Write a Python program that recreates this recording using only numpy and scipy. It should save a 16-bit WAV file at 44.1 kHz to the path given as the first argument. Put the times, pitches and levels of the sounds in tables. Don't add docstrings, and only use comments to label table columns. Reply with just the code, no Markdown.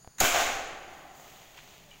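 import sys
import numpy as np
from scipy import signal
from scipy.fft import rfft, irfft, next_fast_len
from scipy.io import wavfile
from scipy.ndimage import map_coordinates

SR = 44100
rng = np.random.default_rng(int(sys.argv[2]) if len(sys.argv) > 2 else 0)


def wav_out(sig):
    wavfile.write(sys.argv[1], SR, np.round(np.clip(np.atleast_2d(sig).T, -1, 1) * 32767).astype(np.int16))


N = 88200
BANG_S, TOP_HZ = 0.2032, 15780


def amp(db):
    return 10 ** (np.asarray(db) / 20)


def unit(x):
    return x / np.sqrt(np.mean(x ** 2) + 1e-20)


def along(points, hz):
    freqs, values = np.transpose(points)
    return np.interp(np.log(hz + 1), np.log(freqs + 1), values)


def since(start):
    return np.maximum(np.arange(N) / SR - start, 0)


def wobble(rate):
    values = rng.standard_normal(int(N * rate / SR) + 4)
    return map_coordinates(values, [np.arange(N) * rate / SR])


def filtered(x, response):
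    size = next_fast_len(N + SR // 2)
    return irfft(rfft(x, size) * response(np.fft.rfftfreq(size, 1 / SR)), size)[:N]


def noise(colour, grain_db=0):
    white = rng.standard_normal(N) * amp(grain_db * wobble(1500))
    return unit(filtered(white, lambda hz: amp(along(colour, hz))))


def burst(start, rise, fade):
    t = since(start)
    return (1 - np.exp(-t / rise)) * amp(-60 * t / fade)


def pulse(colour, size=4096):
    level_db = np.maximum(along(colour, np.fft.rfftfreq(size, 1 / SR)), -60)
    cepstrum = irfft(np.log(amp(level_db)))
    cepstrum[1:size // 2] *= 2
    cepstrum[size // 2 + 1:] = 0
    push = irfft(np.exp(rfft(cepstrum)))
    return push / np.abs(push).max()


def strikes(rows, shape):
    hits = np.zeros(N)
    for start, db in rows:
        hits[round(start * SR)] += amp(db)
    return signal.fftconvolve(hits, shape)[:N]


def scatter(colour, fades, delay, rise, hold, grain_db=0):
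    hz, t, bands = signal.stft(noise(colour, grain_db), SR, nperseg=256)
    age = np.maximum(t - BANG_S - delay - hold, 0)
    tail = signal.istft(bands * amp(-60 * age / along(fades, hz)[:, None]), SR)[1][:N]
    return tail * (1 - np.exp(-since(BANG_S + delay) / rise))


# frequency in Hz, relative level in dB.
AIR_COLOUR = [(25, -2.5), (70, -5), (160, -1.5), (260, -12), (450, -14), (800, -14.5), (1500, -14.5),
              (2200, -20), (3900, -24), (8000, -25), (12000, -30), (15800, -26)]
# frequency in Hz, relative level in dB.
BREEZE_COLOUR = [(12, -29), (20, 7.5), (27, 0), (60, -19), (150, -4.5), (300, -23), (400, -8.5), (520, -22),
                 (880, -120)]
def air():
    swell = 1 - np.exp(-since(0) / 0.76)
    breeze = amp(-63.5 + 0.59 * wobble(6.5)) * noise(BREEZE_COLOUR) * swell
    return breeze + amp(-62) * noise(AIR_COLOUR)


# pitch in Hz, width in Hz, starting level in dB.
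INSECT_BANDS = [(4680, 340, -70), (6210, 190, -71.5), (6830, 190, -63.5), (9520, 590, -73.5)]
def insects(fade_db_per_s=4.5):
    song = np.zeros(N)
    for pitch, width, db in INSECT_BANDS:
        level = amp(db + 1.8 * wobble(45.3))
        band = filtered(rng.standard_normal(N), lambda hz: np.exp(-.5 * ((hz - pitch) / width) ** 2))
        song += level * unit(band)
    return song * amp(-fade_db_per_s * since(0))


def far_tone(start=1.81, length_s=0.13, hz=662, fall_hz_per_s=1040):
    t = np.minimum(since(start), length_s)
    phase = 2 * np.pi * (hz * t - .5 * fall_hz_per_s * t ** 2)
    return amp(-60.5) * np.sin(np.pi * t / length_s) * np.sin(phase)


# frequency in Hz, relative level in dB.
RUSTLE_COLOUR = [(530, -32), (900, -2.5), (1390, -6.5), (1680, -7), (1830, -1.5), (3210, 0), (4760, -8),
                 (5310, -9.5), (6660, -3.5), (7980, -14), (10400, -22), (15800, -8)]
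# time in seconds, level in dB.
RUSTLE_SWELL = [(.4, -100), (0.751, -63.5), (.95, -57.5), (1.12, -61), (1.28, -55), (1.42, -54.5),
                (1.52, -57), (1.619, -54.5), (1.77, -54.5), (1.88, -59.5), (2, -57.5)]
# frequency in Hz, relative level in dB.
SWISH_COLOUR = [(2940, -38), (5000, -8), (5150, -13), (6800, 0), (8910, -17), (11600, -14.5), (15800, -3)]
# start in seconds, level in dB, fade time in seconds.
LEAF_BRUSHES = [(1.27, -58, .25), (1.542, -47, 0.038), (1.573, -45, 0.16), (1.628, -55, 0.054),
                (1.727, -55, .08), (1.925, -54.5, 0.2)]
# frequency in Hz, relative level in dB.
BRUSH_COLOUR = [(350, -46), (600, -24), (778, -5), (1240, -7), (2560, 2), (4910, -18), (6730, -9),
                (8000, -21), (10400, -55), (17600, -120)]
def leaves():
    level_db = np.interp(since(0), *np.transpose(RUSTLE_SWELL)) + 0.65 * wobble(29.9)
    rustle = amp(level_db) * noise(RUSTLE_COLOUR, grain_db=2)
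    swish = amp(-52) * noise(SWISH_COLOUR, grain_db=2) * burst(1.13, rise=0.035, fade=1.85)
    brushing = sum(amp(db) * burst(start, 0.0052, fade) for start, db, fade in LEAF_BRUSHES)
    return rustle + swish + noise(BRUSH_COLOUR, grain_db=5) * brushing


# start in seconds, level in dB.
TWIG_TICKS = [(1.9122, -44), (1.928, -52), (1.938, -50), (1.966, -55)]
# pitch in Hz, relative level in dB, fade time in seconds.
TWIG_NOTES = [(2930, 2.5, 0.042), (2330, -5.5, 0.058), (1850, -17, 0.018), (6750, -15, 0.014)]
# start in seconds, level in dB, pitch in Hz.
WOOD_TAPS = [(.0472, -47.5, 714), (.0757, -49, 617), (1.579, -45, 944), (1.731, -51, 1000)]
def twigs():
    def ring(hz, fade):
        return np.sin(2 * np.pi * hz * since(0) + .5 * wobble(250)) * burst(0, 0.0013, fade)
    tick = sum(amp(db) * ring(hz, fade) for hz, db, fade in TWIG_NOTES)
    taps = sum(strikes([(start, db)], ring(hz, fade=0.031)) for start, db, hz in WOOD_TAPS)
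    return strikes(TWIG_TICKS, tick) + taps


# frequency in Hz, relative level in dB.
RUMBLE_COLOUR = [(20, 6), (45, -14), (90, -13), (160, -17), (300, -43)]
# frequency in Hz, fade time in seconds.
RUMBLE_FADES = [(30, 1.8), (150, 1.4)]
# start in seconds, level in dB.
HILL_BOOMS = [(.312, -38), (0.363, -47), (.745, -50)]
def hills():
    rumble = amp(-46.5) * scatter(RUMBLE_COLOUR, RUMBLE_FADES, delay=0.12, rise=0.016, hold=0.18)
    booming = sum(amp(db) * burst(start, rise=0.0034, fade=0.16) for start, db in HILL_BOOMS)
    return rumble + noise(RUMBLE_COLOUR) * booming


# frequency in Hz, relative level in dB.
VALLEY_COLOUR = [(59, -54), (100, -38), (267, -6), (497, -8), (786, 2), (942, -9.5), (1110, -6), (1510, -7),
                 (1700, -10), (1970, -5.5), (2170, -12), (3060, -13.5), (5000, -26), (6500, -45),
                 (11000, -120)]
# frequency in Hz, fade time in seconds.
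VALLEY_FADES = [(150, 4.1), (750, 4.15), (1500, 2.7), (4000, 1.33)]
def valley():
    return amp(-45.5) * scatter(VALLEY_COLOUR, VALLEY_FADES, delay=0.25, rise=0.028, hold=0.29,
                                grain_db=1.5)


# frequency in Hz, relative level in dB.
SLOPE_COLOUR = [(24, -43), (40, -23), (64, -14.5), (198, -38), (230, -19.5), (611, -8.5), (728, -1.5),
                (868, -4.5), (935, -17.5), (1090, -7.5), (1330, -11.5), (1540, -6.5), (1700, -10),
                (2420, -9), (5260, -20.5), (6750, -12), (8450, -28), (12000, -32.5), (15800, -24.5)]
# frequency in Hz, fade time in seconds.
SLOPE_FADES = [(60, 1.55), (300, 1.36), (750, 1.09), (2000, 1.075), (4500, 0.85), (7000, 0.81),
               (13000, 0.63)]
def slope():
    return amp(-25.5) * scatter(SLOPE_COLOUR, SLOPE_FADES, delay=0.11, rise=0.025, hold=0.098)


# start in seconds, level in dB, fade time in seconds.
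TREE_CRACKLES = [(0.2482, -19, 0.081), (0.2792, -25, .1), (0.3083, -27.5, 0.14), (.3585, -30, 0.16)]
# frequency in Hz, relative level in dB.
CRACKLE_COLOUR = [(470, -32), (800, 0), (1610, -3.5), (1890, -3), (2310, 4), (2750, -8), (3120, 0.5),
                  (3710, -12), (4210, -15), (7200, -8), (9010, -48), (15800, -8.5)]
# frequency in Hz, relative level in dB.
TREE_COLOUR = [(150, -43), (250, -6.5), (360, -7), (392, -17.5), (428, -7.5), (475, -13), (733, -1),
               (887, -14.5), (1060, -5.5), (1320, -9.5), (1550, -3.5), (1810, -14), (2340, -7.5),
               (4530, -16), (5880, -14), (6750, -7), (8610, -21.5), (10100, -22.5), (15800, -18)]
# frequency in Hz, fade time in seconds.
TREE_FADES = [(60, 0.18), (200, 0.33), (700, 1), (2000, 0.89), (6500, 0.86), (14000, 0.49)]
def trees():
    crackling = sum(amp(db) * burst(start, 0.0014, fade) for start, db, fade in TREE_CRACKLES)
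    crackles = noise(CRACKLE_COLOUR, grain_db=4) * crackling
    blur = scatter(TREE_COLOUR, TREE_FADES, delay=0.00085, rise=0.0021, hold=0.059, grain_db=0.5)
    return crackles + amp(-24) * blur


# start in seconds, peak level in dB.
ECHO_ARRIVALS = [(.2095, -16.5), (.2133, -14), (.2148, -14.5), (.2179, -20), (.2226, -20), (.2385, -23.5),
                 (.249, -16), (.3472, -16.5), (.3592, -17.5), (.3792, -15.5), (.396, -37), (.595, -26),
                 (.975, -45), (1.029, -48), (1.198, -37.5)]
# frequency in Hz, relative level in dB.
ECHO_COLOUR = [(59, -36), (100, -10), (318, -18), (688, 4), (937, -2), (1580, -13.5), (1910, -17),
               (2850, -21), (3540, -12), (4000, -23), (5200, -62), (8800, -120)]
def echoes():
    return strikes(ECHO_ARRIVALS, pulse(ECHO_COLOUR))


# start in seconds, peak level in dB, relative bass level in dB.
SOFT_BUMPS = [(0.0469, -40.5, -10), (0.0756, -32, 1)]
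def bumps():
    sound = np.zeros(N)
    for start, db, bass_db in SOFT_BUMPS:
        bass = [(30, bass_db - 1), (90, bass_db), (300, bass_db - 12)]
        treble = [(700, -8.5), (1600, -21.5), (3500, -32), (12000, -43)]
        sound -= strikes([(start, db)], pulse(bass + treble))
    return sound


# start in seconds, level in dB, rise and fade times in seconds.
IGNITION_SPITS = [(0.1826, -33.5, 0.0013, 0.045), (0.1926, -36, 0.0023, 0.14), (0.2006, -27, .001, .03)]
# frequency in Hz, relative level in dB.
SPIT_COLOUR = [(120, -40), (200, 5), (508, -27), (879, -8), (1440, -3.5), (3590, -13.5), (4080, -11),
               (4900, -28), (6690, 3), (8180, -19), (15800, -20)]
def ignition():
    spitting = sum(amp(db) * burst(start, rise, fade) for start, db, rise, fade in IGNITION_SPITS)
    return noise(SPIT_COLOUR) * spitting


# frequency in Hz, relative level in dB.
CRACK_COLOUR = [(290, -43), (500, -13), (1390, -16), (1780, -11.5), (4120, -9), (4630, -1.5), (5830, -25),
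                (6740, 0.5), (7670, -12), (14900, -7.5), (15800, -10)]
# frequency in Hz, relative level in dB.
THUMP_COLOUR = [(24, -32), (40, -5), (54, -7.5), (150, -6.5), (194, -7), (269, -11.5), (300, -10.5),
                (390, -44), (660, -120)]
def bang(ring_hz=6655, suction_hz=1.53, thump_hold_s=0.041, thump_fade_s=0.085):
    t = since(BANG_S)
    crack = amp(-13.5) * noise(CRACK_COLOUR, grain_db=3) * burst(BANG_S - 0.0012, 0.0011, fade=0.039)
    ring = amp(-12) * np.sin(2 * np.pi * ring_hz * t) * burst(BANG_S, rise=0.00028, fade=0.016)
    thump_db = -36.5 - 60 * since(BANG_S + thump_hold_s) / thump_fade_s
    thump = amp(thump_db) * noise(THUMP_COLOUR) * (1 - np.exp(-t / 0.0018))
    suction = amp(-30.5) * np.cos(2 * np.pi * suction_hz * t) * burst(BANG_S, rise=0.0046, fade=0.99)
    return crack + ring + thump - suction


def scene():
    blast = bumps() + ignition() + bang()
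    hillside = echoes() + trees() + slope() + valley() + hills()
    surroundings = leaves() + twigs() + far_tone() + insects() + air()
    return (blast + hillside + surroundings)[None]


def record(dry):
    return filtered(dry[0], lambda hz: hz < TOP_HZ)[None]


dry = scene()
out = record(dry)
wav_out(out)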